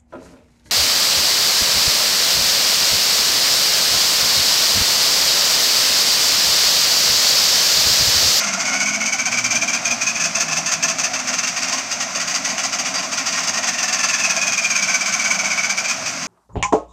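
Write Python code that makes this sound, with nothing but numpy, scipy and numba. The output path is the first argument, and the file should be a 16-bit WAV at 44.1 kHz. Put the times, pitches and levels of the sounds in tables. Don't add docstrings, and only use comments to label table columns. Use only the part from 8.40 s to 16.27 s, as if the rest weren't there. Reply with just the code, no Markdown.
import sys
import numpy as np
from scipy import signal
from scipy.fft import rfft, irfft
from scipy.io import wavfile
from scipy.ndimage import uniform_filter1d
from numba import njit

SR = 44100
rng = np.random.default_rng(int(sys.argv[2]) if len(sys.argv) > 2 else 0)


def waveform_to_disk(signal):
    frames = np.transpose(np.atleast_2d(signal))
    scaled = np.clip(frames, -1, 1) * 32767
    samples = np.round(scaled).astype(np.int16)
    wavfile.write(sys.argv[1], SR, samples)


def amplitude_ratio(level_db):
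    exponent = np.asarray(level_db, float) / 20
    return 10 ** exponent


N = 347067

# time [s], clatter level [dB], rumble level [dB].
RUNNING = [(0.0, -18.5, -41), (0.44, -25.5, -40.5), (1.47, -22.5, -39.5), (2.5, -24.5, -40.5),
           (3.22, -22.5, -42), (4.2, -23.5, -41.5), (5.04, -22.5, -41.5), (5.37, -23.5, -41.5),
           (5.65, -20, -42), (6.84, -21, -42.5), (7.5, -23.5, -42.5), (7.87, -21.5, -35.5)]
# time [s], overtone spacing [Hz], whistle drive [dB].
SPEED_CURVE = [(0, 689, -0.5), (.25, 719.6, 5), (.6, 749.7, 11), (1.1, 772.7, 7.5), (1.5, 812.5, 6.5),
               (1.9, 857.5, 4.5), (2.4, 870, 0.5), (2.8, 884, -3), (4, 975, 0.5), (5.1, 926, -3.5),
               (5.55, 885, 3), (5.9, 845.4, 8), (6.2, 806, 8.5), (6.5, 767, 7), (7, 750.4, 8),
               (7.3, 753, 10), (7.55, 816, 5.5), (7.87, 849, -13)]


def level(x, db):
    return x * amplitude_ratio(db) / np.sqrt(np.mean(x ** 2))


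def curves(table):
    s, *columns = np.transpose(table)
    return [np.interp(np.arange(N) / SR, s, c) for c in columns]


def colour(x, points):
    hz, db = np.transpose(points)
    size = 4096
    bin_hz = np.arange(size // 2 + 1) * SR / size
    gain_db = np.interp(np.log(bin_hz + 1), np.log(hz), db)
    cep = irfft(gain_db * np.log(10) / 20)
    cep[1:size // 2] *= 2
    cep[size // 2 + 1:] = 0
    return signal.fftconvolve(x, irfft(np.exp(rfft(cep))))[:N]


def butter(x, kind, hz):
    return signal.sosfilt(signal.butter(4, hz, kind, fs=SR, output="sos"), x)


@njit
def svf(x, hz, width):
    y, b, l = np.empty(len(x)), 0., 0.
    for i in range(len(x)):
        g, k = np.tan(np.pi * hz[i] / SR), width / hz[i]
        v = (b + g * (x[i] - l)) / (1 + g * (g + k))
        b, l, y[i] = 2 * v - b, l + 2 * g * v, k * v
    return y


def band(x, hz, width_hz):
    return svf(x, hz + np.zeros(N), float(width_hz))


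def walk(rate_hz):
    k = int(SR / rate_hz)
    held = np.repeat(rng.standard_normal(N // k + 1), k)
    return 1.134 * uniform_filter1d(uniform_filter1d(held, k), k)[:N]


def grit(per_s, scatter_db, share):
    share = np.clip(share, 0, 1)
    size_db = scatter_db * np.minimum(rng.exponential(size=N), 7.5)
    clicks = (rng.random(N) < per_s / SR) * amplitude_ratio(size_db) * rng.choice([-1, 1], N)
    return np.sqrt(1 - share) * rng.standard_normal(N) + np.sqrt(share) * level(clicks, 0)


def block_rumble():
    # frequency [Hz], level [dB per Hz].
    bass = [(18, -81), (30, -76.5), (80, -15.5), (221, -2), (256, -2.5), (314, -12.5), (446, -21.5),
            (663, 0.5), (889, -7), (1000, -7), (1300, -31), (2200, -120)]
    rumble_db = curves(RUNNING)[1]
    rumble = level(colour(rng.standard_normal(N), bass), -35)
    deep = butter(rumble, "bandpass", [55, 400])
    block = butter(rumble, "highpass", 400)
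    return deep * amplitude_ratio(rumble_db + 40.5) + block * amplitude_ratio(2.1 * walk(30) - 2.0)


def block_clatter():
    clatter_db = curves(RUNNING)[0]
    clatter = grit(per_s=900, scatter_db=2.0, share=0.13) * amplitude_ratio(0.48 * walk(14))
    tilt_hz_db = [(900, 3.0), (2500, 3.5), (6000, -4.0), (9000, -5.5), (11500, -0.5), (15000, -8.0)]
    return level(colour(clatter, tilt_hz_db), 0) * amplitude_ratio(clatter_db + 4)


def firing_knock(firing):
    centre_hz = 720 * (1 + 0.061 * walk(25))
    force = np.roll(firing, 400) * amplitude_ratio(4.1 * np.clip(walk(30), -3, 1.6))
    return level(band(rng.standard_normal(N), centre_hz, 105) * force, -40.5)


def short_rings():
    # start [s], peak level [dB], pitch [Hz].
    rings = [(0.173, -20, 677), (0.359, -23, 688), (0.57, -20.5, 675), (0.736, -20.5, 786),
             (0.865, -20, 731), (1.467, -23, 666.4), (1.523, -26, 668.6), (1.855, -22, 678),
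             (2.294, -27.5, 676), (2.493, -20.5, 673), (2.716, -26, 730), (3.77, -23.5, 670),
             (4.657, -26, 663), (5.503, -26, 730), (5.872, -23, 670), (5.968, -23, 659), (6.214, -22.5, 670),
             (7.569, -26.5, 678.4), (7.744, -27, 673)]
    out, t = np.zeros(N), np.arange(int(.07 * SR)) / SR
    for s, db, hz in rings:
        envelope = (1 - np.exp(-t / 0.0063)) * np.exp(-t / .016)
        ring = envelope * np.sin(2 * np.pi * hz * t * (1.03 - 1.0 * t))
        at = int(s * SR)
        out[at:at + len(t)] += amplitude_ratio(db + 1.5) * ring[:N - at]
    return out


def pipes(firing):
    # start [s], end [s], pitch [Hz], level [dB].
    locked = [(0, 0.348, 190, -42), (0, .9, 212, -42), (.1, 0.898, 262, -43), (.85, 1.7, 239, -40.5),
              (.9, 1.2, 119, -47), (1.05, 1.45, 282, -43.5), (1.4, 1.649, 120.5, -48),
              (1.797, 2.6, 162, -44.5), (2.5, 3.4, 259, -46), (3.6, 5.302, 261, -46.5),
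              (2.9, 5.3, 178, -51), (5.3, 7.87, 185, -49), (6.1, 7.4, 208, -48), (7.603, 7.87, 255, -53)]
    t = np.arange(N) / SR
    waver, throb = walk(14), walk(18)
    flow = uniform_filter1d(firing, 2600)

    def note(hz, db):
        shift = rng.integers(N)
        hz = hz * (1 + 0.02806 * np.roll(waver, shift))
        return amplitude_ratio(db + 3.1 * np.roll(throb, shift)) * np.sin(2 * np.pi * np.cumsum(hz) / SR)

    out = note(.28 * curves(SPEED_CURVE)[0], -46.5)
    for start, end, hz, db in locked:
        along = np.clip((t - start + .05) / (end - start + .1), 0, 1)
        out += note(hz, db + 4.5) * np.abs(np.sin(np.pi * along)) ** 0.43
    return out * (np.roll(flow, 1500) / flow.mean()) ** 0.54


def gates(drive_db):
    # start [s], level [dB], length [ms].
    under_way = (0.0025, -18.5, 19)
    catching = [(0.034, -20.5, 22), (0.064, -21.5, 35), (0.131, -19, 19.4), (0.19, -21, 38),
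                (0.248, -21, 29), (0.268, -21.5, 48), (0.323, -19.5, 52), (0.397, -19.5, 44),
                (0.454, -20.5, 60), (0.534, -20.5, 32.0), (0.601, -22.0, 39.0), (0.652, -19.5, 40),
                (0.722, -17.5, 29.0), (0.784, -19.5, 32), (0.853, -18.5, 30), (0.914, -18.5, 39),
                (0.972, -17.5, 31), (1.04, -16.5, 28), (1.103, -18.5, 40.0), (1.151, -16, 27.3),
                (1.213, -19.5, 29.3), (1.275, -20, 36.4), (1.329, -17.5, 32.5)]
    limping = [(1.449, -19.5, 38), (1.504, -19, 34), (1.61, -19, 32.5), (1.664, -18.5, 41),
               (1.749, -22, 31.0), (1.796, -19.5, 31), (1.837, -16.5, 35), (1.948, -17.5, 35),
               (1.999, -17.0, 34), (2.08, -23.5, 25), (2.11, -19.5, 37.0), (2.159, -17.5, 37),
               (2.259, -18, 38), (2.315, -16, 33), (2.425, -15.0, 31), (2.477, -17.5, 39),
               (2.584, -17.5, 33), (2.634, -17.5, 34), (2.733, -19.5, 35), (2.79, -23.5, 23.5),
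               (2.871, -20, 38.0), (2.929, -19.5, 25), (2.98, -19, 23.0), (3.03, -20.5, 32),
               (3.072, -17.5, 24.5)]
    racing = [(3.161, -20.5, 32), (3.218, -19.5, 35), (3.276, -23, 31), (3.32, -18, 34), (3.374, -21.5, 30),
              (3.51, -19.5, 33), (3.601, -18.0, 33.0), (3.748, -20, 31), (3.797, -20, 34),
              (3.873, -19.5, 48), (3.939, -18.5, 36), (4.045, -19.5, 33), (4.086, -21, 39),
              (4.175, -21.5, 39), (4.232, -16.5, 34.0), (4.324, -19, 33), (4.385, -20.5, 32),
              (4.446, -22.5, 53.0), (4.539, -20.5, 32), (4.575, -22.5, 35), (4.626, -24, 31),
              (4.717, -20.5, 32.0), (4.772, -19, 38)]
    pulling = [(4.857, -18.0, 41), (4.92, -20.5, 43), (4.969, -19, 40.0), (5.028, -21, 32), (5.07, -17, 31),
               (5.132, -21.0, 39), (5.171, -18.5, 24), (5.227, -21, 32.0), (5.268, -16.5, 34),
               (5.33, -21, 26.0), (5.379, -19.0, 30.0), (5.426, -17, 27), (5.479, -18.5, 24),
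               (5.525, -16, 33), (5.585, -19, 27), (5.631, -16.0, 24), (5.684, -17, 29), (5.731, -18, 27.7),
               (5.783, -19, 33.4), (5.835, -16.5, 31), (5.895, -16, 25.5), (5.956, -20, 34),
               (6.011, -18.5, 31), (6.068, -18.5, 28), (6.121, -18, 28), (6.175, -17.5, 23.0),
               (6.219, -22.5, 39), (6.243, -16.5, 20.4), (6.299, -18, 28.3)]
    sagging = [(6.35, -18.5, 31.0), (6.387, -23, 17.7), (6.421, -17.5, 28), (6.473, -20, 52),
               (6.54, -16, 24.0), (6.607, -20.0, 25.0), (6.655, -19, 44.0), (6.72, -19.0, 43),
               (6.791, -20.5, 35.0), (6.839, -19.5, 46), (6.903, -18.0, 32), (6.945, -19, 19),
               (6.987, -20, 27), (7.038, -20.5, 46), (7.101, -20.5, 40.5), (7.175, -20.5, 29.4),
               (7.229, -21.5, 37.6), (7.293, -18, 29.0), (7.371, -18.5, 35), (7.442, -21, 26.3),
               (7.48, -17, 44.0), (7.654, -20.5, 41), (7.816, -31, 37.0)]
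    puffs = [under_way, *catching, *limping, *racing, *pulling, *sagging]
    treble, middle = np.zeros(N), np.zeros(N)
    t_ms = np.arange(int(.15 * SR)) / SR * 1000
    swell_share, hold_share = .13, 0.37
    for s, db, length_ms in puffs:
        swell = 1 - np.exp(-(t_ms / (swell_share * length_ms)) ** 1.38)
        fade = np.clip((t_ms / length_ms - hold_share) / (1.41 * (1 - hold_share)), 0, None)
        at = max(int((s - .002) * SR), 0)
        power = (swell * np.exp(-fade ** 2.15))[:N - at] ** 2
        middle_db = 0.1 - 0.1998 * drive_db[at] - 0.35 * (db + 19) + 0.85 * rng.standard_normal()
        treble[at:at + len(power)] += power * amplitude_ratio(2 * db)
        middle[at:at + len(power)] += power * amplitude_ratio(2 * (db + middle_db))
    return np.sqrt(treble), np.sqrt(middle)


def stack_whistle(spacing_hz, drive_db, middle):
    dead = np.exp(-((2 * spacing_hz - 1608) / 51) ** 2)
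    live = np.exp(-((2 * spacing_hz - 1790) / 60) ** 2) * (np.gradient(spacing_hz) < 0)
    second_db = 11.5 + 0.42 * drive_db - 5 * dead + 4 * live
    spacing_hz = spacing_hz * (1 + 0.013 * walk(70) + 0.01203 * (middle / middle.mean() - 1))
    blow = rng.standard_normal(N) * (middle + 0.12 * uniform_filter1d(middle, 6000))

    def overtone(order, width_hz):
        hz = order * spacing_hz
        return band(band(blow, hz, width_hz), hz, 2 * width_hz)

    whistle = amplitude_ratio(second_db) * overtone(2, 82)
    whistle += amplitude_ratio(drive_db + 7) * overtone(3, 187)
    whistle += amplitude_ratio(drive_db + 3.5) * overtone(4, 107.0)
    note = np.sin(6 * np.pi * np.cumsum(spacing_hz) / SR)
    return whistle + amplitude_ratio(drive_db - 12.0 + 1.5 * walk(60)) * uniform_filter1d(middle, 120) * note


def exhaust():
    spacing_hz, drive_db = curves(SPEED_CURVE)
    treble, middle = gates(drive_db)
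    flutter = amplitude_ratio(1.3 * walk(220))
    gas = grit(per_s=1500, scatter_db=3.0, share=0.24) * flutter
    hiss = amplitude_ratio(-1.0) * butter(gas, "highpass", 3920) * treble
    roar = amplitude_ratio(1.5) * butter(gas, "bandpass", [950, 3500]) * middle
    return hiss + roar + stack_whistle(spacing_hz, drive_db, middle), middle


def yard_echoes(blast):
    # delay [ms], level [dB].
    surfaces = [
        (11.3, -10),
        (17, -10.5),
        (27, -16),
        (41, -16.5),
    ]
    return sum(amplitude_ratio(db) * np.roll(blast, int(ms * SR / 1000)) for ms, db in surfaces)


def microphone(x):
    # frequency [Hz], level [dB per Hz].
    housing = [(530, -39), (900, -17.5), (1150, -8), (1450, -8), (1800, -10.5), (2400, -4.5), (3000, -13),
               (4100, -12.5), (4600, -5.5), (6200, -1), (7200, -7), (9000, -17), (9990, -36.5),
               (11000, -32.5), (14400, -28)]
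    return colour(x, housing)


def puff_ring(blast):
    # frequency [Hz], width [Hz], level [dB].
    modes = [(1052, 61.4, 3), (1374, 87, -8), (2540, 240, -9), (3340, 93.7, -8), (4739, 144, 1.5),
             (5380, 140, -10), (6114, 190, -6), (6400, 190, -5)]
    # time [s], upper ring level [dB].
    aim = [
        (0, 3),
        (.8, 2.5),
        (1.2, 4.5),
        (2.5, 3.5),
        (3.6, -4),
        (5.1, -5),
        (6.3, 4.5),
        (7, 1.5),
        (7.87, -6),
    ]
    aim_db, = curves(aim)
    struck = microphone(amplitude_ratio(4.5) * blast)
    out = np.zeros(N)
    for hz, width_hz, db in modes:
        tilt = np.clip((hz - 5450) / 700, -1, 1) * (hz > 4000)
        out += amplitude_ratio(db + 4.3 * walk(18) + aim_db * tilt) * band(struck, hz, width_hz)
    return out


def block_ring(x):
    # frequency [Hz], width [Hz], level [dB].
    modes = [(680, 180, -11), (1062, 71, -5.5), (1366, 92, -7.5), (4870, 170, -12), (5680, 200, -9),
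             (6284, 503, -3)]
    return sum(amplitude_ratio(db) * band(x, hz, width_hz) for hz, width_hz, db in modes)


def scene():
    blast, firing = exhaust()
    bright = amplitude_ratio(7.5) * (blast + amplitude_ratio(-5) * yard_echoes(blast)) + block_clatter()
    dry = microphone(bright) + block_rumble() + firing_knock(firing)
    dry = dry + puff_ring(blast)
    dry = dry + block_ring(dry)
    return (dry + pipes(firing) + short_rings())[None, :]


def roll_off(x):
    return signal.sosfilt(signal.butter(12, 15670, fs=SR, output="sos"), x)


def record(dry):
    rounded = np.tanh(1.1 * dry) / 1.1
    top_cut = signal.ellip(8, .2, 60, 15400, fs=SR, output="sos")
    low_cut = signal.butter(2, 45, "highpass", fs=SR, output="sos")
    return roll_off(signal.sosfilt(np.vstack([top_cut, low_cut]), rounded))


dry = scene()
out = record(dry)
waveform_to_disk(out)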